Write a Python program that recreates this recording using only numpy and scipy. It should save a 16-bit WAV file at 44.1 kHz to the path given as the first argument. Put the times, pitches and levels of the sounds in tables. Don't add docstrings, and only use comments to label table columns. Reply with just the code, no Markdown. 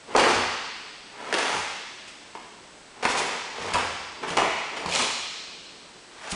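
import sys
import numpy as np
from scipy import signal
from scipy.fft import rfft, irfft, next_fast_len
from scipy.io import wavfile
from scipy.ndimage import map_coordinates

SR = 44100
rng = np.random.default_rng(int(sys.argv[2]) if len(sys.argv) > 2 else 0)


def waveform_to_disk(signal):
    frames = np.transpose(np.atleast_2d(signal))
    scaled = np.clip(frames, -1, 1) * 32767
    samples = np.round(scaled).astype(np.int16)
    wavfile.write(sys.argv[1], SR, samples)


N = 280035

# f/Hz, level/dB
COTTON_TONE = [(30, -33), (120, -19.5), (250, -7.5), (340, -7), (430, 0), (600, -3), (870, 2), (1500, -3.5),
               (2100, -4), (3300, -9), (3900, -14), (5300, -15), (10000, -25.5)]
# t/s when the limbs lock, wind-up level/dB, wind-up length/s,
# follow-through level/dB, follow-through length/s, brightness/(dB per octave)
KARATE_MOVES = [(0.15, -32, 0.047, -18, .16, -2.5), (1.332, -32, 0.19, -25, .2, 0.4),
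                (2.351, -54, 0.23, -45, 0.056, -2.5), (3.048, -41, .08, -25.5, .22, -1.5),
                (3.73, -27.5, 0.18, -26, .11, -1.1), (4.349, -30, 0.15, -34.5, .12, -3),
                (4.91, -31.5, 0.24, -27, 0.14, -2), (6.33, -34, .16, -38, .1, 3)]
TOP_HZ = 10150
TAUT_RISE_S, TAUT_FADE_S = 0.0012, 0.04


def amp(db):
    return 10 ** (np.asarray(db) / 20)


def unit(x):
    return x / np.sqrt(np.mean(x ** 2) + 1e-20)


def along(points, hz):
    f, values = np.transpose(points)
    return np.interp(np.log(hz + 1), np.log(f + 1), values)


def add(track, s, x):
    start = round(s * SR)
    x = x[max(-start, 0):max(N - start, 0)]
    track[max(start, 0):][:len(x)] += x


def wobble(rate, size):
    points = rng.standard_normal(int(size * rate / SR) + 4)
    return map_coordinates(points, [np.arange(size) * rate / SR])


def colour(x, tone, tilt_db=0):
    size = 2 * next_fast_len(len(x) // 2 + SR // 20)
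    hz = np.fft.rfftfreq(size, 1 / SR)
    lift_db = tilt_db * np.log2(np.clip(hz, 250, 10000))
    gain = unit(amp(along(tone, hz) + lift_db - 40 * (hz > TOP_HZ + SR / 100)))
    cepstrum = irfft(np.log(gain))
    cepstrum[1:size // 2] *= 2
    cepstrum[size // 2 + 1:] = 0
    return irfft(rfft(x, size) * np.exp(rfft(cepstrum)))[:len(x)]


def burst(rise_s, fade_s, spiky_db, crack=0):
    t = np.arange(SR // 4) / SR
    x = rng.standard_normal(len(t)) * (1 - np.exp(-t / rise_s))
    x *= amp(spiky_db * wobble(865, len(t)) - 60 * t / fade_s)
    x /= np.linalg.norm(x)
    x[int(rise_s * SR)] += crack * np.exp(-rise_s / 0.003)
    return x / np.linalg.norm(x) * np.sqrt(SR / 100)


def room_air():
    # f/Hz, level/dB
    air_tone = [(15, -67), (25, -8.5), (85, -13), (113, -10.5), (216, -5.5), (356, -4), (384, -4.5),
                (414, -3.5), (574, -6), (1050, -8), (1450, -9), (4480, -13.5), (7980, -18.5), (10000, -25),
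                (13000, -61), (22000, -120)]
    air = colour(rng.standard_normal(N), air_tone)
    whine_hz = 8020 + 30 * wobble(120, N)
    whine = np.sin(2 * np.pi * np.cumsum(whine_hz) / SR)
    return amp(-49) * air + amp(-61.5) * whine


def hall(x, early_db, tail_db):
    # f/Hz, fade time/s
    ring_times = [(80, 0.86), (260, 0.76), (700, 0.97), (2000, 1.647), (4500, 2.28), (10000, 0.82)]
    hz = np.fft.rfftfreq(256, 1 / SR)
    t = np.arange(0, 5 * SR // 4, len(hz) - 1) / SR
    phases = np.exp(2j * np.pi * rng.random((len(hz), len(t))))
    fade = amp(-60 * t / along(ring_times, hz)[:, None])
    tail = signal.istft(phases * fade * (1 - np.exp(-t / 0.018)))[1]
    delays = rng.uniform(0.002, 0.05, 40)
    echoes = rng.standard_normal(len(delays)) * np.exp(-delays / 0.054)
    walls = np.bincount((delays * SR).astype(int), echoes, len(tail))
    response = amp(early_db) * walls / np.linalg.norm(walls) + amp(tail_db) * tail / np.linalg.norm(tail)
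    response[0] += 1
    return signal.fftconvolve(x, response)


def friction(strokes, tone, grain_db, grain_rate):
    out, t = np.zeros(N), np.arange(-SR // 3, SR // 3) / SR
    for s, db, rise_s, fall_s, tilt_db in strokes:
        speed = amp(-16 * np.abs(t / np.where(t < 0, rise_s, fall_s)) ** 1.55)
        grains = unit(rng.standard_normal(len(t)) * amp(grain_db * wobble(grain_rate, len(t))))
        rub = colour(grains * speed, tone, tilt_db)
        add(out, s + t[0], amp(db - 4.5) * hall(rub, early_db=-8.5, tail_db=-1.5))
    return out


def swishes():
    lead_s, brake_s = 0.035, 0.12
    strokes = []
    for s, wind_db, wind_s, swing_db, swing_s, tilt_db in KARATE_MOVES:
        strokes.append((s - lead_s, wind_db, wind_s, brake_s, tilt_db - 1.5))
        strokes.append((s + 0.7 * swing_s, swing_db, 0.73 * swing_s, swing_s, tilt_db))
    return friction(strokes, COTTON_TONE, grain_db=2.5, grain_rate=300)


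def steps():
    # t/s, thud level/dB, slap level/dB, thud brightness/(dB per octave)
    landings = [(0.148, -46, -48, -18), (0.36, -39.5, -32, -7), (1.535, -42, -33, 0.5),
                (3.05, -46.5, -27.5, -3), (3.598, -45.5, -44, 3), (3.742, -35.5, -21, -2.5),
                (4.308, -45, -48, 11), (4.857, -41.5, -41, 6.5), (4.99, -49, -26.5, -11),
                (6.324, -35, -31.5, 5.5)]
    # f/Hz, level/dB, fade time/s
    mat_notes = [(33, -23, 0.28), (67.3, -5, 0.29), (90, 0.5, 0.28), (149, -2, 0.18), (180.3, -0.5, 0.17)]
    # f/Hz, level/dB
    slap_tone = [(60, -23), (250, -10), (430, -12.5), (700, -7.5), (890, -0.5), (1150, -1.5), (1450, -13.5),
                 (2500, -15.5), (10000, -41)]
    out, t = np.zeros(N), np.arange(SR // 2) / SR
    for s, thud_db, slap_db, tilt_db in landings:
        thud = np.zeros(len(t))
        for hz, db, fade_s in mat_notes:
            level_db = db + tilt_db * np.log2(hz / 90) + rng.normal(0, 1.8)
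            pitch_hz = hz * (1 + rng.normal(0, 0.053))
            thud += amp(level_db - 60 * t / fade_s) * np.sin(2 * np.pi * pitch_hz * t)
        thud *= 1 - np.exp(-t / 0.0026)
        slap = colour(burst(rise_s=0.004, fade_s=0.065, spiky_db=-0.5), slap_tone)
        add(out, s, amp(thud_db) * hall(thud, early_db=-8, tail_db=0.5))
        add(out, s, amp(slap_db) * hall(slap, early_db=2.5, tail_db=-3))
        add(out, s, amp(thud_db) * billow())
    return out


def billow():
    # f/Hz, level/dB
    whump_tone = [(30, -15), (110, -34), (170, -15), (240, 0), (430, 1.5), (650, -13), (1500, -33),
                  (10000, -49)]
    whump = colour(burst(rise_s=0.0029, fade_s=0.056, spiky_db=1), whump_tone)
    return hall(whump, early_db=0, tail_db=-1.5)


def snaps():
    # t/s, level/dB, brightness/(dB per octave), fade time/s
    folds = [(0.1491, -17, -5, 0.047), (0.1626, -19, 2, 0.023), (0.179, -18, -2, 0.059),
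             (0.193, -18, 0, .05), (1.326, -22.5, .5, 0.034), (1.339, -18.5, -0.5, 0.058),
             (1.382, -22.5, 1.5, 0.054), (2.075, -42.5, 5, .08), (2.350, -38, -1.5, 0.031),
             (3.025, -24.5, 0.5, 0.1), (3.051, -18.5, -.5, 0.0345), (3.734, -28, 5, .055),
             (4.227, -29, -1.5, 0.079), (4.271, -29.5, 3.5, 0.18), (4.37, -20.5, 1, 0.018),
             (4.3743, -20.5, -1, 0.017), (4.380, -18.5, -2, .05), (4.413, -22.5, -3.5, 0.07),
             (4.763, -32, 2, 0.091), (4.86, -32, 2.5, 0.011)]
    out = np.zeros(N)
    for s, db, tilt_db, fade_s in folds:
        rise_s = TAUT_RISE_S * (fade_s / TAUT_FADE_S) ** 2
        snap = colour(burst(rise_s, fade_s, spiky_db=3.5, crack=0.3), COTTON_TONE, tilt_db)
        add(out, s, amp(db) * hall(snap, early_db=-2, tail_db=0.5))
        add(out, s, amp(db - 17.5 - 2 * tilt_db) * billow())
    return out


def flaps(count=3, spread_s=0.09):
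    out = np.zeros(N)
    for s, _, _, swing_db, _, _ in KARATE_MOVES:
        for k in range(count):
            delay = spread_s * (k + 1 + rng.uniform(-0.5, 0.5)) / count
            flap = burst(TAUT_RISE_S, fade_s=0.03, spiky_db=6, crack=0.84)
            add(out, s + delay, amp(swing_db - 5) * flap)
    return hall(colour(out, COTTON_TONE, tilt_db=0.25), early_db=-6.5, tail_db=0.5)[:N]


def foot_slides():
    # t/s at top speed, level/dB, length/s, brightness/(dB per octave)
    slides = [(0.30, -29, 0.15, -2), (1.56, -39, 0.16, 4.5), (3.115, -26.5, 0.025, 2),
              (3.19, -23.5, 0.027, 1), (3.66, -35, 0.1, -3), (4.95, -21.5, .06, -2.5),
              (5.01, -24, 0.083, 0), (6.32, -26.5, 0.019, 5)]
    # f/Hz, level/dB
    sole_tone = [(100, -52), (700, -10.5), (1600, -20), (2400, -3.5), (4000, -6.5), (6500, -8),
                 (10000, -14)]
    strokes = [(s, db, 1.13 * length, 0.92 * length, tilt_db) for s, db, length, tilt_db in slides]
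    return friction(strokes, sole_tone, grain_db=2.5, grain_rate=280)


def sleeve_rubs():
    # t/s at top speed, level/dB, length/s, brightness/(dB per octave)
    rubs = [(1.66, -42, 0.11, 1.5), (4.47, -30, 0.14, -4), (4.72, -48, 0.082, -2)]
    # f/Hz, level/dB
    weave_tone = [(200, -28), (900, -12), (1600, -4.5), (2100, 12), (2900, 4.5), (3700, -23), (10000, -30)]
    strokes = [(s, db, length, 1.25 * length, tilt_db) for s, db, length, tilt_db in rubs]
    return friction(strokes, weave_tone, grain_db=1.5, grain_rate=440)


def scene():
    rubbing = swishes() + sleeve_rubs() + foot_slides()
    return (rubbing + snaps() + flaps() + steps() + room_air())[None]


def record(dry):
    size = next_fast_len(N + SR // 2)
    hz = np.fft.rfftfreq(size, 1 / SR)
    gain = np.clip((TOP_HZ - hz) / 200 + 0.5, 0, 1)
    return irfft(rfft(dry, size) * gain, size)[..., :N]


dry = scene()
out = record(dry)
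waveform_to_disk(out)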